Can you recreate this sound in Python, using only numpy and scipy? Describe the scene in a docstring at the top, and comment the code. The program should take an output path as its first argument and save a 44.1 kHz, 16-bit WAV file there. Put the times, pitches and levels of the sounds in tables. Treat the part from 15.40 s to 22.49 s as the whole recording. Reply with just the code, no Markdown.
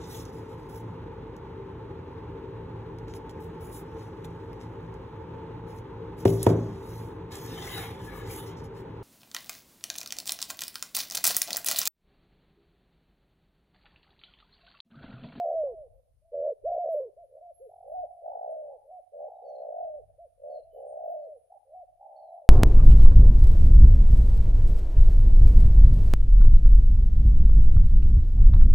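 """A near dove is heard at once, in the middle of a trilled coo. Four doves on a dry hillside answer and overlap:
each coo is an almost pure tone that a throat valve breaks into a trill. Light wind rumbles on the microphone ports
as shaped noise, over quiet air. Insects hiss high up as a band of noise and ping as dying tones; a small bird
chirps far off in short gliding whistles. The slope sends back a faint echo of the doves and the bird."""
import sys
import numpy as np
from scipy import signal
from scipy.fft import rfft, irfft, next_fast_len
from scipy.io import wavfile
from scipy.ndimage import uniform_filter1d, map_coordinates

SR = 44100
rng = np.random.default_rng(int(sys.argv[2]) if len(sys.argv) > 2 else 0)


def materialize(psi):
    """Save the field psi as 16-bit PCM at rate SR to the path in sys.argv[1].

    A 1-D psi becomes a single channel; in a 2-D psi each row is a channel.
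    """
    bounded = np.clip(np.atleast_2d(psi).T, -1, 1)
    quanta = np.round(bounded * 32767).astype(np.int16)
    wavfile.write(sys.argv[1], SR, quanta)


def natural_amplitude(level_db):
    """Convert a level in decibels to a linear amplitude factor, elementwise."""
    exponent = np.asarray(level_db, float) / 20
    return 10 ** exponent


N = 312669  # length of the scene [samples]


def unit(x):
    """Scale to rms 1."""
    return x / np.sqrt(np.mean(x ** 2) + 1e-20)


def along(points, hz):
    """Read a table of (frequency [Hz], value) on a log frequency axis."""
    f, v = np.transpose(points)
    return np.interp(np.log(hz + 1), np.log(f + 1), v)


def wobble(rate, n):
    """A smooth random curve of n samples, with rate random points a second."""
    points = rng.standard_normal(int(n * rate / SR) + 4)
    return map_coordinates(points, [np.arange(n) * rate / SR])


def filtered(x, response):
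    """Multiply the spectrum of x by a response of frequency."""
    m = next_fast_len(N + 8192)
    return irfft(rfft(x, m) * response(np.fft.rfftfreq(m, 1 / SR)), m)[..., :N]


def add(track, s, sound):
    """Mix a sound in at s seconds."""
    part = track[round(s * SR):][:len(sound)]
    part += sound[:len(part)]


def rush(spectrum, alike):
    """Stereo noise of rms 1; alike is the left-right likeness."""
    mid, side = filtered(rng.standard_normal((2, N)), lambda hz: natural_amplitude(along(spectrum, hz)))
    turn = np.arccos(np.clip(alike, -1, 1)) / 2
    return unit(np.cos(turn) * mid + np.sin(turn) * side * np.array([[1], [-1]]))


def placed(x, left_lag_ms, left_over_right_db):
    """Both ports hear the source, slightly apart in time and level."""
    half = np.array([[.5], [-.5]])  # each port takes half the difference

    def port_response(hz):
        delay = np.exp(-2j * np.pi * hz * half * left_lag_ms / 1000)
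        return natural_amplitude(left_over_right_db * half) * delay

    return filtered(x, port_response)


# How long the hillside echo takes to die by 60 dB: (frequency [Hz], time [s])
SLOPE_DECAY = [(350, 1.1), (600, 0.41), (1000, 1.1), (1500, 0.44), (4500, 0.26), (11000, 0.043)]


def slope(x):
    """The hillside answers late; each frequency dies at its own speed."""
    hz, t, noise = signal.stft(rng.standard_normal((2, SR)), SR, nperseg=256)
    decay = natural_amplitude(-60 * t / along(SLOPE_DECAY, hz)[:, None])
    tail = signal.istft(noise * decay, SR, nperseg=256)[1]
    tail = tail / np.linalg.norm(tail[0])
    late = np.pad(x, (700, 0))[None]  # 16 ms later
    echo = signal.fftconvolve(late, tail, axes=1)[:, :N]
    # moving air and leaves make the echo shimmer instead of holding a clean tone
    shimmer = unit(1.3 + np.array([wobble(70, N), wobble(70, N)]))
    return echo * shimmer


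# Every coo of one kind has the same shape, stretched to its length.
# kind: (last trill rate over the first [ratio], pitch sweep of a full-depth beat before the dove's factor [Hz],
#        [(share of the length [0-1], pitch over the coo's own [ratio], level change [dB], trill depth [0-1])])
COO_SHAPES = { "hoot": (0.45, 71, [(0, .7, -12.5, 0), (.17, .93, -2, 0.14), (.3, 1, -1, .1),
              (.62, 0.98, -2.5, 0.1), (.8, .82, -2.5, .4), (1, 0.68, -17, .2)]),
              "cluck": (1.2, 44, [(0, 0.84, -13.5, .9), (.25, .95, -0.5, .9), (.55, 1.03, -3, 1),
              (.72, .82, -9, .4), (1, .7, -15, 0.6)]), "rise": (.7, 110, [(0, .69, -25, 0.9),
              (.14, .72, -14.5, 0.82), (.3, .8, -9.5, 0.8), (.45, .88, -1.5, .75), (.5, .98, -1.5, .05),
              (.72, 0.96, -1, .3), (.86, .94, -3, .02), (.93, .79, -4, .15), (1, .64, -25.5, 0.14)]),
              "roll": (0.64, 120, [(0, 0.8, -24, .6), (.11, 0.95, -4.5, 1), (.4, .93, -2, 1),
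              (.78, 1, 0.5, .85), (.9, .93, -3.5, .6), (1, .68, -14.5, .4)]),
              "fall": (1.1, 215, [(0, .53, -20.5, .2), (.05, .84, -1, .6), (.09, 0.97, 1.5, .7),
              (.38, 0.97, 0, .92), (.55, 0.93, -1, .92), (.67, .87, -0.5, .9), (.76, .81, -4, .6),
              (.87, .72, -10.5, .4), (.96, .61, -20.5, 0.2), (1, .5, -28.5, 0.1)]),
              "slide": (1.7, 260, [(0, .66, -22, 0.3), (.07, 0.99, -1.5, 0.92), (.23, .995, 0, 0.97),
              (.46, .92, -0.5, 1), (.53, .85, -3.5, .55), (.68, .815, -7, .4), (.8, .77, -11, .45),
              (.88, .72, -14, 0.3), (.955, .645, -17, .1), (1, .5, -35, 0.02)]),
              "whirr": (1.7, 240, [(0, .9, -19, .75), (.04, 0.98, 1, .85), (.1, 1, -0.5, .85),
              (.35, 0.97, -3.5, .8), (.8, .93, -3, .9), (1, .87, -16.5, .9)]),
              "swell": (.3, 230, [(0, .7, -21.5, .7), (.075, .805, -10.5, .77), (.33, .88, -6.5, 0.94),
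              (.5, .95, -2.5, 0.9), (.64, 0.97, -0.5, 0.7), (.7, .97, -.5, 0.46), (.76, .89, -4.5, 0.3),
              (.84, .835, -9.5, .12), (.93, .805, -11.5, .12), (.965, .68, -16.5, 0.05),
              (1, .55, -28.5, .1)]), "purr": (1.3, 200, [(0, .8, -6, .85), (.05, .99, -0.5, .9),
              (.35, .99, -1.5, .85), (.64, .95, -3.5, .75), (.8, .86, -3.5, .2), (.9, .78, -0.5, .05),
              (.96, .66, -6.5, 0.06), (1, .56, -18, 0.01)]), "lead": (1, 96, [(0, .8, -21.5, .9),
              (.42, .85, -6, .92), (.9, .995, 0.5, .92), (1, 1.1, -8.5, .7)]),
              "murmur": (.6, 35, [(0, 0.88, -8, .65), (.3, 1, 1, 0.58), (.7, 1, -1, 0.2),
              (1, 0.86, -10, 0.74)]), }
# The near dove holds its valve open and the trill clears to a plain tone: (start [s], length [s])
VALVE_HELD_OPEN = [(-.05, 0.095), (0.151, .078), (.247, .07), (1.24, .046), (1.326, 0.018), (1.392, .051),
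                   (1.492, .053), (1.561, .035), (1.621, .03)]


def coo(dove, kind, start, length, top_hz, level_db, first_rate, sweep_factor):
    """A tone from the syrinx; in a trill the valve shuts once a beat and the pitch climbs as it opens again."""
    rate_ratio, sweep_hz, shape = COO_SHAPES[kind]
    share, *columns = np.transpose(shape)
    t = np.arange(max(start, 0), start + length, 1 / SR)
    n = len(t)
    u = (t - start) / length  # share of the coo gone by
    bend, change_db, depth = (np.interp(u, share, column) for column in columns)

    # plain moments: hardly any trill left, and 1 dB weaker
    held_open = sum((t > s) & (t < s + hold) for s, hold in VALVE_HELD_OPEN) * (dove == "near")
    depth = np.where(held_open, 0.027, depth)
    db = level_db + change_db - held_open
    hz, db, depth = (uniform_filter1d(c, size=220) for c in (top_hz * bend, db, depth))  # 5 ms blend
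    depth = np.clip(depth, 0, 1)

    rate = first_rate * (1 + (rate_ratio - 1) * u ** 1.6) * (1 + .06 * wobble(45, n))
    beats = np.cumsum(rate / SR)
    # in a deep slow trill the valve stays open for a short burst only, then rests
    open_share = 1 - depth ** 2 * np.clip(1 - .012 * rate, 0, 1)
    burst = np.clip(beats % 1 / open_share, 0, 1)
    opening = np.abs(np.sin(np.pi * burst ** 1.185)) ** (0.53 + 0.47 * depth)

    # every beat starts afresh: its own phase, pitch and strength
    slip, detune, force = rng.standard_normal((200, 3))[beats.astype(int)].T
    climb = uniform_filter1d(1.2 * burst ** 0.65 - .95 + 0.1 * detune, size=110)
    pitch = hz * (1 + 0.0049 * wobble(90, n)) + depth * sweep_hz * sweep_factor * climb
    phase = 2 * np.pi * np.cumsum(pitch / SR)
    phase = phase + uniform_filter1d(1.1 * depth ** 2 * slip, size=220)
    scatter_db = .5 * wobble(70, n) + uniform_filter1d(.7 * depth * force, size=90)
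    strength = natural_amplitude(db + scatter_db) * (1 + depth * (1.065 * opening - 1))
    edges = np.clip(np.minimum(u, 1 - u) * length / 0.0023, 0, 1)  # 2.3 ms fades

    # nearer, louder coos carry more overtones; the octave shows as the tone sags
    octave_db = 3.1 * (level_db + 31) - 25.5 - 79 * np.maximum(bend - 0.8, 0)
    third_db = 1.5 * (db + 31.5) - 29.0
    tone = np.sin(phase) + natural_amplitude(octave_db) * np.sin(2 * phase) + natural_amplitude(third_db) * np.sin(3 * phase)
    airflow = natural_amplitude(-26.5) * rng.standard_normal(n)
    return np.sqrt(2) * strength * edges * (tone + airflow)


# The doves. name: (echo level [dB], throat pitch [factor], trill sweep [factor])
FLOCK = {"near": (-26, 0.92, 1.01), "second": (-19.5, 1.02, 1.05), "far": (-16, 1.043, 1.1),
         "farthest": (-14, 1.1, 0.64)}
# Where each dove sits. name: (left lag behind right [ms], left level over right [dB])
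PERCHES = {"near": (.035, -1.2), "second": (-.34, -.5), "far": (.095, -1.2), "farthest": (.095, -.8)}
# Swollen crop, before each dove's pitch factor: (frequency [Hz], gain [dB])
THROAT = [(180, -35), (270, -26), (350, -6), (450, 3.5), (620, 5.5), (800, -2), (900, -10), (1000, -16),
          (1150, -19), (1350, -39), (2500, -42)]
# The dry slope returns the upper tones best: (frequency [Hz], gain [dB])
SLOPE_TONE = [(300, -1), (600, -1.5), (900, 7.5), (1150, 8), (1400, -0.5)]
# Every coo: (dove, kind, start [s], length [s], pitch before bends [Hz], level before the throat [dB],
#             first trill rate [beats/s])
COOS = [("near", "fall", -.11, .462, 725, -28, 70), ("near", "roll", .918, .217, 635, -30, 92),
        ("near", "fall", 1.238, 0.46, 726, -29, 64), ("second", "hoot", 2.198, .097, 545, -49.5, 38),
        ("second", "rise", 2.44, .22, 763, -35, 56), ("second", "slide", 2.82, .56, 796, -35.5, 51),
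        ("second", "roll", 3.72, .175, 640, -41, 90), ("second", "swell", 4.02, .6, 738, -35.5, 68),
        ("second", "lead", 4.975, 0.089, 670, -47.5, 49), ("second", "roll", 5.02, .185, 645, -40.5, 79),
        ("second", "swell", 5.33, .57, 722, -36, 72), ("far", "purr", -.15, .63, 775, -48.5, 48),
        ("far", "murmur", .53, 0.09, 540, -69, 51), ("far", "murmur", .815, .14, 665, -70, 36),
        ("far", "hoot", 1.765, .1, 698, -52.5, 60), ("far", "lead", 1.88, 0.11, 650, -50.5, 73),
        ("far", "rise", 1.93, .198, 732, -50, 52), ("far", "purr", 2.29, 0.69, 780, -50, 43),
        ("far", "cluck", 3.27, 0.12, 815, -47.5, 80), ("far", "rise", 3.43, .18, 765, -47, 88),
        ("far", "whirr", 3.78, .64, 815, -45, 52), ("far", "hoot", 4.78, .098, 697, -52, 57),
        ("far", "murmur", 5.04, 0.19, 725, -50.5, 98), ("far", "murmur", 5.22, .13, 665, -59, 46),
        ("far", "purr", 5.34, .65, 778, -49, 50), ("farthest", "cluck", 6.1, 0.073, 785, -49, 58),
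        ("farthest", "rise", 6.25, .2, 760, -48.5, 77), ("farthest", "whirr", 6.592, 0.47, 830, -49.5, 59),
        ("farthest", "roll", 6.595, 0.48, 692, -52, 70)]


def doves():
    """Each dove sings through its swollen throat, from its own place on the slope."""
    out = 0
    for dove, (echo_db, tuning, sweep_factor) in FLOCK.items():
        voice = np.zeros(N)
        for row in COOS:
            if row[0] == dove:
                add(voice, max(row[2], 0), coo(*row, sweep_factor))
        voice = filtered(voice, lambda hz: natural_amplitude(along(THROAT, hz / tuning)))
        returned = filtered(voice, lambda hz: natural_amplitude(along(SLOPE_TONE, hz)))
        out = out + placed(voice, *PERCHES[dove]) + natural_amplitude(echo_db) * slope(returned)
    return out


# Tone of the wind rumble: (frequency [Hz], relative level [dB per Hz])
RUMBLE = [(12, -19.5), (22, 6), (95, 1.5), (135, -10), (170, -18.5), (240, -27.5), (320, -50.5),
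          (500, -120)]
# Gusts on the ports: (start [s], hold [s], buffet level before the port gains [dB])
GUSTS = [(.15, 0.24, -61.5), (0.699, 0.025, -66), (.95, .02, -67.5), (1.23, .02, -65.5), (1.5, .3, -76),
         (1.953, 0.59, -79), (2.57, 0.042, -69), (2.897, .04, -77.5), (4.4, 0.026, -71),
         (4.59, 0.082, -62.5), (4.949, 0.2, -73), (5.222, 0.086, -69.5), (6.299, .15, -84)]


def wind():
    """Gusts hit fast, hold and die slowly; buffeting differs from port to port and is stronger on the left."""
    calm_db, rise_db_per_s, fall_db_per_s = -82.5, 351, 70.5  # calm level is before the port gains
    t = np.arange(N) / SR
    power = natural_amplitude(calm_db) ** 2
    for s, hold, db in GUSTS:
        top = s + 0.019
        rise_db = rise_db_per_s * np.maximum(top - t, 0)
        fall_db = fall_db_per_s * np.maximum(t - top - hold, 0)
        power = power + natural_amplitude(db - rise_db - fall_db) ** 2
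    lumps = natural_amplitude(3.5 * np.array([wobble(7, N), wobble(7, N)]))
    buffeting = unit(lumps * rush(RUMBLE, .25))
    port_gain = natural_amplitude(np.array([[4.5], [.4]]))  # left, right
    return np.sqrt(power) * port_gain * buffeting


# Tone of the quiet air: (frequency [Hz], relative level [dB per Hz])
AIR = [(150, -120), (230, -2), (400, 2), (1000, -4), (1500, -8), (4000, -10.5), (7500, -13), (12000, -11.5),
       (15300, -11), (15500, -120)]


def quiet_air():
    """The air of the field is a steady, soft, wide noise."""
    return natural_amplitude(-88.5) * rush(AIR, .05)


# Tone of the insect chorus: (frequency [Hz], relative level [dB per Hz])
CHORUS = [(7800, -120), (8300, -11.5), (9000, 0.5), (10000, 1.5), (11000, 0.5), (11500, -13.5),
          (12000, -120)]
# Single insect pings: (time [s], pitch [Hz], level before the port offset [dB], time to die by 60 dB [s])
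PINGS = [(.2, 10890, -80, 0.19), (.53, 12600, -88, 0.65), (1.48, 11500, -79, .6),
         (1.52, 11500, -68.5, 0.26), (1.832, 11080, -83, 0.69), (2.13, 11620, -76, 0.6),
         (2.14, 11130, -71, 0.54), (2.17, 10670, -73.5, 0.35), (2.17, 9730, -84.5, .3),
         (2.47, 11060, -73.5, 0.43), (2.47, 12500, -95, .4), (3.098, 9770, -80.5, 0.29),
         (3.45, 11460, -93, 0.35), (4.99, 13940, -93.5, 0.039), (5.32, 11900, -79, .4),
         (5.33, 11150, -83, 0.44), (5.33, 10250, -78, 0.2), (5.38, 10600, -82, 0.63),
         (5.45, 9100, -76, 0.74), (5.63, 12040, -83, .4), (5.649, 11400, -77.5, .7),
         (5.67, 11500, -79.5, 0.37), (5.96, 10560, -83.5, 1), (6.93, 10240, -87, 0.45)]


def insects():
    """A far chorus hisses in one high band; pings flutter as they die away, differently on each port."""
    pings = np.zeros((2, N))
    t = np.arange(SR // 2) / SR
    for s, hz, db, t60 in PINGS:
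        for port, side_db in zip(pings, (-1, 5)):
            flutter_db = 4 * wobble(60, len(t))
            drift = 1.6 * wobble(30, len(t))  # wandering phase
            fade = natural_amplitude(db + side_db + flutter_db - 60 * t / t60)
            onset = 1 - np.exp(-t / 0.0039)
            add(port, s, fade * onset * np.sin(2 * np.pi * hz * t + drift))
    swell = natural_amplitude(-89 + 1.3 * wobble(3.1, N) + 0.88 * wobble(5.9, N))
    chorus = swell * rush(CHORUS, .08) * natural_amplitude([[-.9], [.9]])
    return pings + chorus


# Far bird's whistles: (time [s], pitch the glide starts from before its hook [Hz], end pitch [Hz], length [s],
#                       level before flicker [dB])
CHIRPS = [(3.936, 3820, 3810, .06, -98.5), (4.048, 4520, 4177, 0.12, -75.5),
          (5.101, 4445, 4050, 0.11, -77.5), (5.15, 2896, 2750, .1, -95.5), (5.311, 3035, 2954, 0.11, -89.5),
          (5.502, 2490, 2376, 0.064, -96.5), (5.758, 4520, 4160, 0.1, -93), (2.142, 4440, 4370, .1, -101),
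          (4.048, 5980, 5860, 0.067, -96), (6.763, 4480, 3970, 0.15, -87)]


def small_bird():
    """Short whistles that hook up and then fall, smeared by the distance."""
    song = np.zeros(N)
    for s, start_hz, end_hz, length, db in CHIRPS:
        u = np.arange(0, 1, 1 / (length * SR))
        glide = u + 0.35 * np.exp(-u / 0.03)  # the second part is the hook
        phase = 2 * np.pi * np.cumsum(start_hz + (end_hz - start_hz) * glide) / SR
        flicker_db = 6.9 * wobble(40, len(u))
        swell = np.sin(np.pi * u ** 0.51) ** 0.26
        add(song, s, natural_amplitude(db + flicker_db) * swell * np.sin(phase))
    return placed(song, -0.0076, -1.4) + natural_amplitude(-2.5) * slope(song)


def scene():
    """Doves, wind, the quiet air of the field, insects and a small bird."""
    return doves() + wind() + quiet_air() + insects() + small_bird()


def low_pass(x):
    """Removes everything above the highest recorded frequency."""
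    return signal.sosfilt(signal.butter(12, 15430, fs=SR, output="sos"), x)


def record(dry):
    """A small camera takes in the finished mix."""
    return low_pass(dry)


dry = scene()
out = record(dry)
materialize(out)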